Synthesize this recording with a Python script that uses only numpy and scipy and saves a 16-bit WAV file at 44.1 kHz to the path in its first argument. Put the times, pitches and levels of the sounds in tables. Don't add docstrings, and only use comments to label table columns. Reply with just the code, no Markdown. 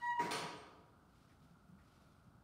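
import sys
import numpy as np
from scipy import signal
from scipy.fft import rfft, irfft
from scipy.io import wavfile

SR = 44100
rng = np.random.default_rng(int(sys.argv[2]) if len(sys.argv) > 2 else 0)


def persist_wave(psi):
    counts = np.round(np.clip(psi, -1, 1) * 32767).astype(np.int16)
    wavfile.write(sys.argv[1], SR, np.atleast_2d(counts).T)


N = 107559
T = np.arange(N) / SR

# time in seconds, pitch in Hz, levels of harmonics 1, 2 and 3 in dB.
SQUEAK = [(0.005, 970, -72, -74, -69.5), (0.021, 954, -52, -53, -77), (0.041, 957.3, -41, -45, -88.5),
          (0.053, 964, -41, -49.5, -62.5), (0.071, 959, -41.5, -42, -97), (0.097, 962, -36.5, -46, -64.5),
          (0.127, 953.1, -40, -42, -65.5), (0.151, 971.2, -44.5, -57, -65.5),
          (0.161, 948, -40.5, -52, -71.5), (0.173, 953, -49, -52.5, -60.5), (0.183, 963, -36, -74, -72.5),
          (0.191, 957, -37, -51, -60), (0.199, 948.6, -33, -41.5, -57), (0.215, 957.6, -41, -53, -73)]
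# harmonic number, level in dB against the octave.
OVERTONES = [(4, -27), (5, -34.5), (6, -42), (7, -31.5), (8, -42.5), (9, -40.5)]
# start in seconds, relative level in dB.
KNOCKS = [(.194, -44), (.204, -44), (.217, -44.5), (.238, -58)]
CLANKS = [(.309, -44), (.3165, -43.5), (.3225, -50), (.334, -50), (.350, -49.5), (.383, -50)]
# frequency in Hz, relative level in dB after a knock,
# the same after a clank, seconds to fall 60 dB.
STEEL_MODES = [(301, -11, -13, 1.2), (432, -7, -11, 1.0), (711, -20, -17, 1.1), (733, -24, -17, 1.0),
               (958.5, -1, -8, 1.0), (1146, -14, -17, .9), (1242, -18, -10, 1.2), (1496, -19, -14, .8),
               (1914, -13, -15, .6), (2229, -19, -23, .6), (2379, -30, -17, .65), (2700, -36, -21, .65),
               (3020, -34, -17, .65), (3427, -36, -18, .55), (4050, -27, -22, .5), (4355, -36, -16, .56),
               (5146, -45, -24, .5), (5491, -40, -21, .4), (5600, -26, -25, .45), (5720, -29, -23, .45),
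               (7040, -31, -28, .55), (8140, -40, -24, .55), (8625, -31, -14, .45), (9351, -48, -24, .42),
               (9598, -48, -22, .4), (9905, -48, -24, .4), (12263, -52, -31, .4), (13636, -50, -30, .27),
               (14325, -31, -31, .5)]
# time in seconds, level in dB.
SQUEAL_LEVEL = [(.535, -105), (.56, -74.5), (.6, -74.5), (.64, -83), (.72, -93), (.8, -120)]
FRICTION_LEVEL = [(0, -70.5), (.05, -67.5), (.13, -78), (.185, -70.5), (.215, -58.5), (.245, -53),
                  (.3, -60.5), (.36, -88)]
# frequency in Hz, relative spectral density in dB.
KNOCK_COLOUR = [(60, -26.5), (150, 0.5), (300, -1.5), (350, 5), (425, -2.5), (540, -4.5), (750, -1.5),
                (1200, -4.5), (1600, -8.5), (2200, -3), (3000, -30), (6500, -21), (10000, -36),
                (15000, -45)]
CLANK_COLOUR = [(60, -26), (150, -7), (300, -11), (430, 3), (560, -3.5), (900, -2), (1250, 1.5),
                (1500, -3.5), (2500, -2.5), (4400, -6), (6200, -10), (7400, -17.5), (9700, -12),
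                (11500, -32), (15000, -24)]
FRICTION_COLOUR = [(300, -1), (1300, 12.5), (2200, 1.5), (4200, 6), (6500, -5.5), (7400, -11), (8500, 0.5),
                   (10500, -16), (15000, -15)]

# start in seconds, relative level in dB.
THUDS = [(.235, -51), (.44, -52.5), (.545, -61.5), (1.235, -74), (1.405, -63), (1.51, -62), (1.69, -55),
         (1.716, -57), (2.26, -65.5), (2.35, -62)]
BRUSHES = [(1.295, -74.5), (1.785, -74.5)]
# time in seconds, level in dB.
RUSTLE_LEVEL = [(0, -88.5), (.9, -91), (1.05, -88), (1.17, -73.5), (1.25, -77.5), (1.31, -74),
                (1.38, -80.5), (1.43, -74.5), (1.55, -83), (1.75, -85.5), (1.9, -73.5), (2.02, -73.5),
                (2.2, -81), (2.44, -98)]
# frequency in Hz, relative spectral density in dB.
THUD_COLOUR = [(40, -20), (90, -5.5), (180, 7.5), (260, -10.5), (450, -28), (1500, -51.5)]
BRUSH_COLOUR = [(300, -21), (1000, -5), (2000, 8), (3200, -15), (9000, -29)]
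RUSTLE_COLOUR = [(300, 15), (1000, -8.5), (2200, 1.5), (4500, 0), (7500, -8.5), (11000, -10),
                 (15000, -19.5)]
VENT_COLOUR = [(25, -46), (38, -21.5), (50, 0.5), (120, 1), (230, -2), (320, -8.5), (480, -16), (700, -12),
               (1000, -15.5), (1400, -9), (1750, -28), (2500, -30.5), (4500, -31.5), (7300, -38),
               (8700, -33.5), (10500, -38.5), (15000, -40.5)]
# frequency in Hz, seconds to fall 60 dB.
ROOM_T60 = [(100, 1.18), (350, 1.26), (1000, 1.2), (2000, 0.82), (5000, 0.77), (8000, 0.51), (14000, 0.32)]

SQUEAK_JITTER, OVERTONE_FLICKER_DB, SQUEAK_RELEASE_S = 0.002, 3.5, 0.017
RING_DB, RING_WAVER, RING_WAVER_HZ = -4, 0.38, 23
GRIT_DB, GRIT_HZ = 2, 400
RIPPLE_DB, RIPPLE_HZ = 3.3, 85
CRACK_T60_S = 0.022
BUILD_CYCLES = 2.66
VENT_DB, CUTOFF_HZ = -67, 15600


def pivot():
    knocks = from_db(-2.5) * blows(KNOCKS, KNOCK_COLOUR, ROOM_T60, crack_db=-12)
    clanks = from_db(-0.5) * blows(CLANKS, CLANK_COLOUR, ROOM_T60, crack_db=6)
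    return squeak() + knocks + clanks + bar_ring() + squeal() + friction()


def squeak():
    hz, first_db, octave_db, third_db = in_time(SQUEAK)
    phase = 2 * np.pi * np.cumsum(hz * (1 + SQUEAK_JITTER * drift(150))) / SR
    tone = sum(from_db(db) * np.sin(k * phase) for k, db in enumerate((first_db, octave_db, third_db), 1))
    for k, db in OVERTONES:
        tone += from_db(octave_db + db + OVERTONE_FLICKER_DB * drift(45)) * np.sin(k * phase)
    attack = np.minimum(T / SQUEAK[0][0], 1)
    release = np.exp(-np.maximum(T - SQUEAK[-1][0], 0) / SQUEAK_RELEASE_S)
    return np.sqrt(2) * tone * attack * release


def bar_ring():
    ring = 0
    for hz, knock_db, clank_db, t60 in STEEL_MODES:
        power = from_db(knock_db) ** 2 * dying(KNOCKS, t60) + from_db(clank_db) ** 2 * dying(CLANKS, t60)
        overlap = 1 + RING_WAVER * (drift(RING_WAVER_HZ) + 1j * drift(RING_WAVER_HZ))
        tone = np.exp(2j * np.pi * (hz * T + rng.random()))
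        ring += np.sqrt(2 * power) * np.real(overlap * tone)
    return from_db(RING_DB) * ring


def squeal(hz=8590):
    db, = in_time(SQUEAL_LEVEL)
    return np.sqrt(2) * from_db(db + drift(25)) * np.sin(2 * np.pi * hz * T)


def friction():
    db, = in_time(FRICTION_LEVEL)
    sliding = T < FRICTION_LEVEL[-1][0]
    return from_db(db + GRIT_DB * drift(GRIT_HZ)) * noise(FRICTION_COLOUR) * sliding


def blows(hits, colour, t60s, crack_db):
    edges = 35 * 2 ** (np.arange(37) / 4)
    centres = np.sqrt(edges[1:] * edges[:-1])
    shares = from_db(at_hz(colour, centres)) * np.sqrt(np.diff(edges))
    shares /= np.linalg.norm(shares)
    noises = resonant_noise()
    crack = from_db(crack_db) ** 2 * dying(hits, CRACK_T60_S)
    out = 0
    for k, hz in enumerate(centres):
        bandpass = signal.butter(2, edges[k:k + 2], "band", fs=SR, output="sos")
        band = signal.sosfilt(bandpass, noises[k % 2])
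        reflections = dying(hits, at_hz(t60s, hz))
        swell = np.exp(-hz / (BUILD_CYCLES * SR))
        power = signal.lfilter([1 - swell], [1, -swell], crack + reflections)
        out += shares[k] * rms_one(band) * np.sqrt(power)
    return out


def resonant_noise():
    hz = np.arange(N // 2 + 1) * SR / N
    ripple = np.interp(hz / RIPPLE_HZ, np.arange(2000), rng.standard_normal(2000))
    depth_db = RIPPLE_DB * np.minimum(hz / 1500, 1)
    return irfft(rfft(rng.standard_normal((2, N))) * from_db(depth_db * ripple), N)


def floor_contacts(thud_t60_s=0.11, brush_t60_s=0.3):
    thuds = blows(THUDS, THUD_COLOUR, [(100, thud_t60_s)], crack_db=7.5)
    brushes = blows(BRUSHES, BRUSH_COLOUR, [(1000, brush_t60_s)], crack_db=-9)
    return thuds + brushes


def clothes(flicker_db=1.8):
    db, = in_time(RUSTLE_LEVEL)
    return from_db(db + flicker_db * drift(60)) * noise(RUSTLE_COLOUR)


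def ventilation():
    return from_db(VENT_DB) * noise(VENT_COLOUR)


def from_db(db):
    return 10 ** (np.asarray(db) / 20)


def rms_one(x):
    return x / np.sqrt(np.mean(x ** 2) + 1e-20)


def in_time(rows):
    seconds, *columns = np.transpose(rows)
    return [np.interp(T, seconds, column) for column in columns]


def at_hz(points, hz):
    frequencies, values = np.transpose(points)
    return np.interp(np.log(hz), np.log(frequencies), values)


def drift(rate_hz):
    hz = np.arange(N // 2 + 1) * SR / N
    return rms_one(irfft(rfft(rng.standard_normal(N)) / (1 + (hz / rate_hz) ** 2), N))


def noise(colour):
    hz = np.maximum(np.arange(N // 2 + 1) * SR / N, 1)
    return rms_one(irfft(rfft(rng.standard_normal(N)) * from_db(at_hz(colour, hz)), N))


def dying(hits, t60):
    kicks = np.zeros(N)
    for start, db in hits:
        kicks[int(start * SR)] += from_db(db) ** 2
    decay = from_db(-60 / (t60 * SR)) ** 2
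    return signal.lfilter([1], [1, -decay], kicks + 1e-22)


def scene():
    return (pivot() + floor_contacts() + clothes() + ventilation())[None]


def record(dry):
    return signal.sosfilt(signal.ellip(10, .1, 70, CUTOFF_HZ, fs=SR, output="sos"), dry)


dry = scene()
out = record(dry)
persist_wave(out)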